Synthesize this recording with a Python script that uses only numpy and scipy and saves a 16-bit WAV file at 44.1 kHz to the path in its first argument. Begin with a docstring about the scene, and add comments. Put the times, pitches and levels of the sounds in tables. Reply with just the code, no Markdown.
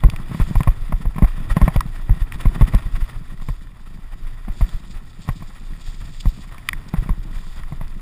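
"""First a hard knock and a heave that overloads the microphone: a bike runs fast down a stony dirt track.
Bumps heave a camera in a plastic case (a lopsided swing of pressure) and make its mount thud (damped sines),
its shell clack (short modes) and chatter (bursts of grains). Grit crunches as filtered grains and noise;
hard parts click and pebbles snap (short decays). Filtered noise makes the wind and tyre rumble underneath;
on damp stretches the tyres hiss, and a small metal part sings faintly."""
import sys
import numpy as np
from scipy import signal
from scipy.fft import rfft, irfft, next_fast_len
from scipy.io import wavfile
from scipy.ndimage import map_coordinates

SR = 44100
rng = np.random.default_rng(int(sys.argv[2]) if len(sys.argv) > 2 else 0)


def store_wav(level_fs):
    """Save 16-bit WAV to argv[1]."""
    pcm = np.round(np.clip(np.atleast_2d(level_fs), -1, 1) * 32767)
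    wavfile.write(sys.argv[1], SR, pcm.T.astype(np.int16))


N = 353241

# rocks that knock the case and then heave the camera; relative levels:
# t/s, rattle level/dB, thud level/dB, thud f/Hz, heave level/dB
ROCKS = [(.037, -22, -9, 117, 8), (0.4, -30.5, -9.5, 131, -1), (0.555, -25.5, -11, 117, -0.5),
         (.674, -23, -6, 118, 1), (.923, -28.5, -21, 166, -4.5), (1.055, -33.5, -17.5, 127, -4),
         (1.223, -25.5, -3.5, 164, 5), (1.616, -20, -8, 161, 5), (1.76, -24, -7.5, 125.5, -1),
         (2.095, -31, -12, 111, 2), (2.456, -26.5, -7.5, 127, 1.5), (2.611, -23.5, -3.5, 112, 5.5),
         (2.737, -28, -14.5, 123, 2), (3.487, -31, -17, 132, -7.5), (4.482, -37, -22, 194, -11),
         (4.61, -29.5, -15.5, 135, 0.5), (5.289, -26.5, -11, 122, -10.5), (6.257, -31, -12.5, 134, 0),
         (7.092, -30, -16.5, 176, -3.5)]
# hollows that heave the camera without a knock and press the tyres into the grit:
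# t/s, relative heave level/dB, crunch level/dB
HOLLOWS = [(.822, -13, -55), (1.391, -19, -46), (1.517, -4, -39.5), (2.222, -3.5, -39), (2.353, -14, -36.5),
           (2.863, -8, -58), (2.943, -8, -56), (3.026, -5.5, -39.5), (3.166, -17, -44), (4.748, -11, -46),
           (4.961, -16.5, -46), (5.886, -14.5, -46), (6.026, -16, -45), (6.988, -4.5, -41.5),
           (7.196, -13, -70), (7.367, -15, -43)]
# source spectrum of grit and pebbles: f/Hz, relative spectral density level/dB
CRUNCH_SPECTRUM = [(150, -34), (450, -2.5), (700, 1), (1100, 2.5), (1700, 0.5), (3000, -7), (4500, -14),
                   (7000, -20), (10000, -13.5), (13000, -22.5), (15000, -16.5)]


def amp(db):
    """Level to amplitude: 20 dB is a factor of ten."""
    return 10 ** (np.asarray(db) / 20)


def unit(x):
    """Normalisation by the root mean square: scale to rms 1."""
    return x / np.sqrt(np.mean(x ** 2) + 1e-20)


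def along(points, hz):
    """Interpolation on a logarithmic frequency axis, through (f/Hz, level/dB) points."""
    f, v = np.transpose(points)
    return np.interp(np.log(hz + 1), np.log(f + 1), v)


def wobble(rate):
    """Slow random modulation: a smooth curve through random knots, rate of them a second."""
    return map_coordinates(rng.standard_normal(8192), [np.arange(N) * rate / SR], mode="wrap")


def coloured(x, gain_db, size=16384):
    """Minimum-phase filtering: folding the cepstrum gives a causal filter of the given dB response."""
    log_gain = np.log(np.maximum(amp(gain_db(np.fft.rfftfreq(size, 1 / SR))), 1e-6))
    cepstrum = irfft(log_gain)
    cepstrum[1:size // 2] *= 2
    cepstrum[size // 2 + 1:] = 0
    impulse_response = irfft(np.exp(rfft(cepstrum)))
    return signal.fftconvolve(x, impulse_response)[:len(x)]


def cased(x, spectrum):
    """Source and transmission: a source spectrum is multiplied by the resonances of the case."""
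    # peaks and dips of the camera case: f/Hz, width/Hz, level/dB
    resonances = [(700, 110, 2), (1070, 100, 4), (1320, 90, 4), (1570, 140, -2), (1890, 130, 7),
                  (2400, 130, 3), (3520, 300, 6), (4220, 200, -4), (4800, 330, 4), (6000, 220, -12),
                  (7150, 280, 4), (7750, 220, -3), (8480, 240, 5), (10080, 160, 7), (10430, 130, -6),
                  (10930, 150, 3), (11480, 200, -8), (12020, 130, 4), (12500, 200, -10), (13080, 130, 3),
                  (13480, 130, -5), (13880, 150, 5)]

    def response_db(hz):
        case_db = sum(db * np.exp(-((hz - centre) / width) ** 2) for centre, width, db in resonances)
        return along(spectrum, hz) + case_db

    return coloured(x, response_db)


def add(track, s, sound):
    """Superposition: mix a sound into the track from time s."""
    start = round(s * SR)
    part = sound[max(-start, 0):N - start]
    track[max(start, 0):][:len(part)] += part


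def grains(rate, spread_db):
    """Shot noise: random tiny impacts of uneven size and sign, rate of them a second, rms 1."""
    sizes = amp(spread_db * np.minimum(rng.exponential(size=N), 4)) * rng.choice([-1, 1], N)
    struck = rng.random(N) < rate / SR
    return unit(sizes * struck)


def swells(rows, width):
    """Gaussian envelopes: one soft hump of amplitude at each (t/s, level/dB) row; width in s."""
    track, t = np.zeros(N), np.arange(-SR // 20, SR // 20) / SR
    for s, db in rows:
        add(track, s + t[0], amp(db) * np.exp(-(t / width) ** 2))
    return track


def ground_db():
    """Roughness of the ground drives the contact noise: a crunch level for every sample."""
    # how stony the ground is: t/s, crunch level/dB
    ground = [(0, -47.5), (.5, -45.5), (.85, -49.5), (1.2, -51), (1.6, -42.5), (1.95, -48.5), (2.35, -47.5),
              (2.62, -42.5), (3.2, -51.5), (3.75, -55.5), (4.4, -53), (4.62, -50.5), (4.9, -54),
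              (6.0, -53.5), (6.7, -51), (7.0, -48), (7.25, -52), (8.0, -52)]
    return np.interp(np.arange(N) / SR, *np.transpose(ground))


def stone_patches(count=16, over_ground_db=7.5, spread_db=2.5, crunch_lead=.01):
    """Uneven excitation: loose stones at set times, in hollows and here and there: (t/s, level/dB)."""
    # patches of loose stones at set times: t/s, level/dB
    stone_places = [(.34, -42), (.415, -32), (1.28, -37), (1.665, -39.5), (1.745, -39), (1.96, -42),
                    (2.41, -44), (2.555, -34.5), (2.68, -35), (2.79, -39), (3.095, -40.5), (4.13, -46),
                    (4.39, -47.5), (5.585, -50.5), (7.035, -41.5), (7.57, -45)]
    # the grit gives way crunch_lead seconds before the bottom of a hollow
    in_hollows = [(s - crunch_lead, db) for s, _, db in HOLLOWS]
    places = ((np.arange(count) + rng.random(count)) * N / count).astype(int)
    levels = ground_db()[places] + over_ground_db + spread_db * rng.standard_normal(count)
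    return list(stone_places) + in_hollows + list(zip(places / SR, levels))


def sway_hz(db):
    """Level-dependent oscillation: a heave of 0 dB swings at 33 Hz, an octave faster per 32 dB."""
    return 33 * 2 ** (db / 32)


def blows():
    """Impulsive excitation: every knock of the case, (t/s, rattle level/dB, thud level/dB, thud f/Hz)."""
    # knocks of the case on its mount without a heave; relative levels:
    # t/s, rattle level/dB, thud level/dB, thud f/Hz
    knocks_without_heave = [(.086, -36, -13.5, 110), (.136, -36.5, -19.5, 114), (.315, -41, -17.5, 151),
                            (.347, -36, -16, 167), (.51, -44, -13.5, 156), (.606, -24.5, -8.5, 137),
                            (1.161, -39, -18, 146), (1.183, -23.5, -17.5, 183), (1.243, -28.5, -29, 151),
                            (1.568, -18.5, -5, 162), (1.679, -17.5, -7, 158), (2.62, -25, -32, 175),
                            (2.745, -27, -13.5, 191), (3.42, -42, -29, 159), (5.277, -43, -26, 141),
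                            (5.423, -38.5, -25.5, 148), (6.939, -27, -11, 165), (7.025, -43, -19.5, 129),
                            (7.061, -44, -23.5, 153), (7.723, -37.5, -20, 129), (7.812, -35.5, -24, 152)]
    return [(s, rattle, thud, hz) for s, rattle, thud, hz, _ in ROCKS] + list(knocks_without_heave)


def bumps(lag_cycles=0.548):
    """Inertia delays each heave after its rock; with those of the hollows: (t/s, relative level/dB)."""
    after_rocks = [(s + lag_cycles / sway_hz(db), db) for s, *_, db in ROCKS]
    return after_rocks + [(s, db) for s, db, _ in HOLLOWS]


def wind(gust_db=1.5, gusts_per_s=7):
    """Flow noise: low coloured noise of wind on the case, its level swinging quickly."""
    # spectrum of the wind: f/Hz, relative spectral density level/dB
    wind_spectrum = [(8, -17.5), (18, -4), (27, 0), (40, -20), (60, -18.5), (100, -40.5), (300, -87),
                     (1000, -120)]
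    # wind on the case before the gusts: t/s, level/dB
    airflow = [(0, -29), (2.6, -27.5), (3.4, -31.5), (4.2, -28.5), (5, -33.5), (6.4, -31.5), (7.3, -28),
               (7.8, -24.5)]
    wind_db = np.interp(np.arange(N) / SR, *np.transpose(airflow)) + gust_db * wobble(gusts_per_s)
    noise = coloured(rng.standard_normal(N), lambda hz: along(wind_spectrum, hz))
    return unit(noise) * amp(wind_db)


def tyre_rumble(patches, stone_db=-1, thump_share=0.73, thump_hz=165, thump_t60=0.047):
    """Rolling contact noise: low noise and random damped thumps that swell over patches of stones."""
    # spectrum of the tyre rumble: f/Hz, relative spectral density level/dB
    rumble_spectrum = [(30, 0.5), (70, -1), (120, 3.5), (180, -9), (250, -9.5), (350, -15), (500, -28),
                       (1000, -50), (4000, -100)]
    t = np.arange(SR // 8) / SR
    mount = amp(-60 * t / thump_t60) * np.sin(2 * np.pi * thump_hz * t) * (1 - np.exp(-t / 0.00073))
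    thumps = unit(signal.fftconvolve(grains(rate=16, spread_db=1.5), mount)[:N])
    noise = unit(cased(rng.standard_normal(N), rumble_spectrum))
    roll = unit(noise + thump_share * thumps)
    # -39 dB where the ground crunches at -50 dB, and 1.27 dB more for each dB of crunch
    bed = amp(-39 + 1.27 * (ground_db() + 50) + 2.5 * wobble(30))
    stones = swells(patches, width=.016)
    return roll * np.hypot(bed, amp(stone_db) * stones)


def jingle(motion):
    """Forced resonance: a small loose metal part sings faintly, as hard as the case is shaken."""
    # modes of the small metal part: f/Hz, relative level/dB, t60/s
    metal_modes = [(11838, -3, .03), (11963, 0, .05), (12036, 0, .05), (12144, -2, .03)]
    t = np.arange(SR // 10) / SR
    metal = sum(amp(level - 60 * t / t60) * np.sin(2 * np.pi * hz * t) for hz, level, t60 in metal_modes)
    shake = amp(-44) * motion * rng.standard_normal(N)
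    return signal.fftconvolve(shake, metal / np.linalg.norm(metal))[:N]


def hissing(dry_db=-64, edge=.03):
    """Superposed droplet noise: damp dirt sprays off the tread, with a spit now and then."""
    # spectrum of the spray: f/Hz, relative spectral density level/dB
    hiss_spectrum = [(1000, -49), (2200, 3), (3300, 3.5), (4200, 5.5), (4900, 4), (6000, -2.5), (7200, 2),
                     (9000, -3.5), (11000, -29), (15000, -10)]
    # damp stretches of dirt where the tyres hiss: start t/s, end t/s, hiss level/dB before its flicker
    damp_stretches = [(0.31, 0.614, -54), (3.41, 3.52, -56), (4.524, 4.94, -53.5), (5.22, 5.8, -56.5),
                      (5.807, 6.5, -52.5), (7.334, 7.606, -55.5)]
    # short spits of wet grit: t/s, level/dB
    spits = [(.545, -54), (5.222, -47.5), (5.818, -48), (6.208, -37.5), (6.89, -46), (7.238, -50.5)]
    t = np.arange(N) / SR

    def onto(s):  # rolling onto a stretch takes edge seconds
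        return np.clip((t - s) / edge + .5, 0, 1)

    hiss_db = dry_db + sum((db - dry_db) * (onto(start) - onto(end)) for start, end, db in damp_stretches)
    bed = amp(hiss_db + 2.7 * wobble(55) + 1.6 * wobble(10))
    spray = grains(rate=2500, spread_db=3.5) + 0.47 * rng.standard_normal(N)
    return unit(cased(spray, hiss_spectrum)) * np.hypot(bed, swells(spits, width=0.0065))


def pebbles(db=-8.0, spread_db=3.0, noise_share=1.03, t60=0.013):
    """Impact radiation: single stones snap from under the tread, louder where the ground is rough."""
    track, t = np.zeros(N), np.arange(SR // 40) / SR
    snaps = zip(rng.integers(0, N, size=170), rng.normal(0, 1, size=(170, 2)))
    for start, (strength, pitch) in snaps:
        hz = 2100 * 2 ** (0.624 * np.clip(pitch, -2, 2))  # smaller stones ring higher
        ring = np.sin(2 * np.pi * hz * t) * amp(-60 * t / .01)
        snap = ring + noise_share * rng.standard_normal(len(t)) * amp(-60 * t / t60)
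        add(track, start / SR, amp(spread_db * min(strength, 2)) * snap)
    return unit(cased(track, CRUNCH_SPECTRUM)) * amp(ground_db() + db)


def crunching(patches, split_hz=1700):
    """Granular contact noise: coarse and fine grit in clumps of their own, swelling over loose stones."""
    coarse = grains(rate=500, spread_db=1.0) + 0.92 * rng.standard_normal(N)
    coarse = coloured(coarse, lambda hz: -10 * np.log10(1 + (hz / split_hz) ** 4))
    fine = grains(rate=1200, spread_db=1.5) + 1.0 * rng.standard_normal(N)
    fine = coloured(fine, lambda hz: -10 * np.log10(1 + (split_hz / (hz + 1)) ** 4))
    grit = coarse * amp(1.3 * wobble(65)) + fine * amp(1.95 * wobble(80))
    bed = amp(ground_db() - 0.2 + 1.53 * wobble(35))
    return unit(cased(grit, CRUNCH_SPECTRUM)) * np.hypot(bed, swells(patches, width=0.012))


def clicks(skirt_db=-17, crack_db=8, crack_t60=0.012):
    """Hard impact: stones and hard parts give a crack and a short noisy ring around their own pitch."""
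    # stones and hard parts that click: t/s, relative level/dB, pitch f/Hz, spread/octaves, ring t60/s
    hard_parts = [(0.0997, -21.5, 3570, 0.65, 0.0072), (.162, -25, 2600, 0.42, 0.013),
                  (0.633, -23.5, 1740, 0.61, 0.014), (1.763, -25, 3700, 0.67, .012),
                  (1.807, -10.5, 1470, 0.56, 0.018), (2.3221, -21.5, 2190, 0.36, 0.015),
                  (2.749, -26.5, 3900, 0.88, .012), (4.691, -33, 3700, 0.59, 0.037),
                  (6.545, -32, 1760, 1, 0.13), (6.582, -31, 2150, 0.28, 0.029),
                  (6.6888, -6, 2850, 0.55, 0.0087), (6.7314, -13.5, 2000, 0.34, 0.023),
                  (7.635, -30.5, 1700, 0.88, 0.02), (7.88, -40.5, 3060, 1.1, .014)]
    # spectrum of the clicks: f/Hz, relative spectral density level/dB
    click_spectrum = [(300, -61), (620, -26), (980, 11.5), (1200, 10), (3300, -2.5), (4100, -6.5),
                      (5500, -1), (7200, -5.5), (9000, 2.5), (10800, 3.5), (12000, -65), (13500, 5),
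                      (15000, -3)]
    track, t = np.zeros(N), np.arange(SR // 12) / SR
    for s, db, pitch_hz, spread, t60 in hard_parts:
        decay = amp(-60 * t / t60) + amp(crack_db - 60 * t / crack_t60)
        blow = rng.standard_normal(len(t)) * decay
        blow[0] += 16  # the first contact is one clean impulse

        def hump(hz):
            octaves = np.log2((hz + 1) / pitch_hz)
            return skirt_db * (1 - np.exp(-(octaves / spread) ** 2 / 2))

        click = cased(coloured(blow, hump), click_spectrum)
        early_rms = np.sqrt(np.mean(click[:SR // 300] ** 2))
        add(track, s, amp(db - 7.0) * click / early_rms)
    return track


def clacks(level_db=4, scatter_db=0.5):
    """Modal excitation: knocks ring the plastic very briefly; mode shares vary slightly at random."""
    # modes of the plastic case: f/Hz, mean relative level/dB, t60/s
    plastic_modes = [(680, -9, 0.017), (790, -11, 0.018), (1063, -1.5, 0.031), (2007, -10, 0.021)]
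    track, t = np.zeros(N), np.arange(SR // 15) / SR
    for s, db, *_ in blows():
        ring = np.zeros(len(t))
        for hz, level, t60 in plastic_modes:
            mode_db = level + scatter_db * rng.standard_normal()
            ring += amp(mode_db - 60 * t / t60) * np.sin(2 * np.pi * hz * t)
        add(track, s, amp(db + level_db) * ring)
    return track


def rattles(lead=0.0078, lead_db=-12, hold=0.0052, fall=0.0041, tail=0.03, tail_db=-18, ragged_db=2.0):
    """Repeated micro-impacts: at every knock the case chatters in a short burst; powers add."""
    # spectrum of the chatter: f/Hz, relative spectral density level/dB
    rattle_spectrum = [(150, -63), (400, -1), (650, 3), (950, 5), (1300, -6), (2200, -5.5), (3200, -23.5),
                       (4600, -28.5), (7000, -36), (9000, -23), (11000, -15.5), (13000, -15), (15000, -31)]
    power, t = np.zeros(N), np.arange(-SR // 20, SR // 6) / SR
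    before = amp(lead_db) * np.exp(-abs(t) / lead)  # the tyre climbs onto the stone
    after = np.exp(-np.maximum(t - hold, 0) / fall) + amp(tail_db) * np.exp(-abs(t) / tail)
    envelope = np.where(t < 0, before, after)
    for s, db, *_ in blows():
        add(power, s + t[0], (amp(db - 3.5) * envelope) ** 2)
    chatter = grains(rate=4000, spread_db=4.0) + 0.5 * rng.standard_normal(N)
    return np.sqrt(power) * amp(ragged_db * wobble(140)) * unit(cased(chatter, rattle_spectrum))


def thuds(t60=0.046, attack=0.00082, early=0.00055, glide=0.09, settle=0.0011):
    """Damped oscillator: the mount gives a few low cycles, stiffest and so highest just as it is struck."""
    track, t = np.zeros(N), np.arange(SR // 6) / SR
    for s, _, db, hz in blows():
        turn = hz * (t + glide * settle * (1 - np.exp(-t / settle)))  # phase in cycles
        thud = amp(db + 4.5 - 60 * t / t60) * np.sin(2 * np.pi * turn) * (1 - np.exp(-t / attack))
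        add(track, s - early, thud)
    return track


def heaves(lag=0.00814, lead=0.079, cycles=0.47, stop_share=0.35, stop_hz=88, stop_width=0.008):
    """Inertial pressure: each bump pushes the camera down and back in one lopsided swing."""
    track, t = np.zeros(N), np.arange(-SR // 10, SR // 10) / SR
    stop = -np.cos(2 * np.pi * stop_hz * t) * np.exp(-(t / stop_width) ** 2)  # abrupt turn at the bottom
    for s, db in bumps():
        turn = sway_hz(db) * (t - lag)  # phase in cycles
        swing = np.sin(2 * np.pi * turn) * np.exp(-((turn + lead) / cycles) ** 2)
        add(track, s + t[0], amp(db - 4.0) * (swing + stop_share * stop))
    return track


def scene():
    """Linear superposition: everything reaches the one microphone inside the case."""
    patches = stone_patches()
    motion = wind() + tyre_rumble(patches) + heaves() + thuds()
    tyres = crunching(patches) + pebbles() + hissing()
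    return (motion + jingle(motion) + tyres + rattles() + clacks() + clicks())[None]


def record(dry):
    """Overload and band limiting: clip at full scale, then keep nothing from 15380 Hz up."""
    clipped = np.clip(dry, -1, 1)
    size = next_fast_len(N + SR // 2)
    passband = np.fft.rfftfreq(size, 1 / SR) < 15380
    return irfft(rfft(clipped, size) * passband, size)[..., :N]


dry = scene()
out = record(dry)
store_wav(out)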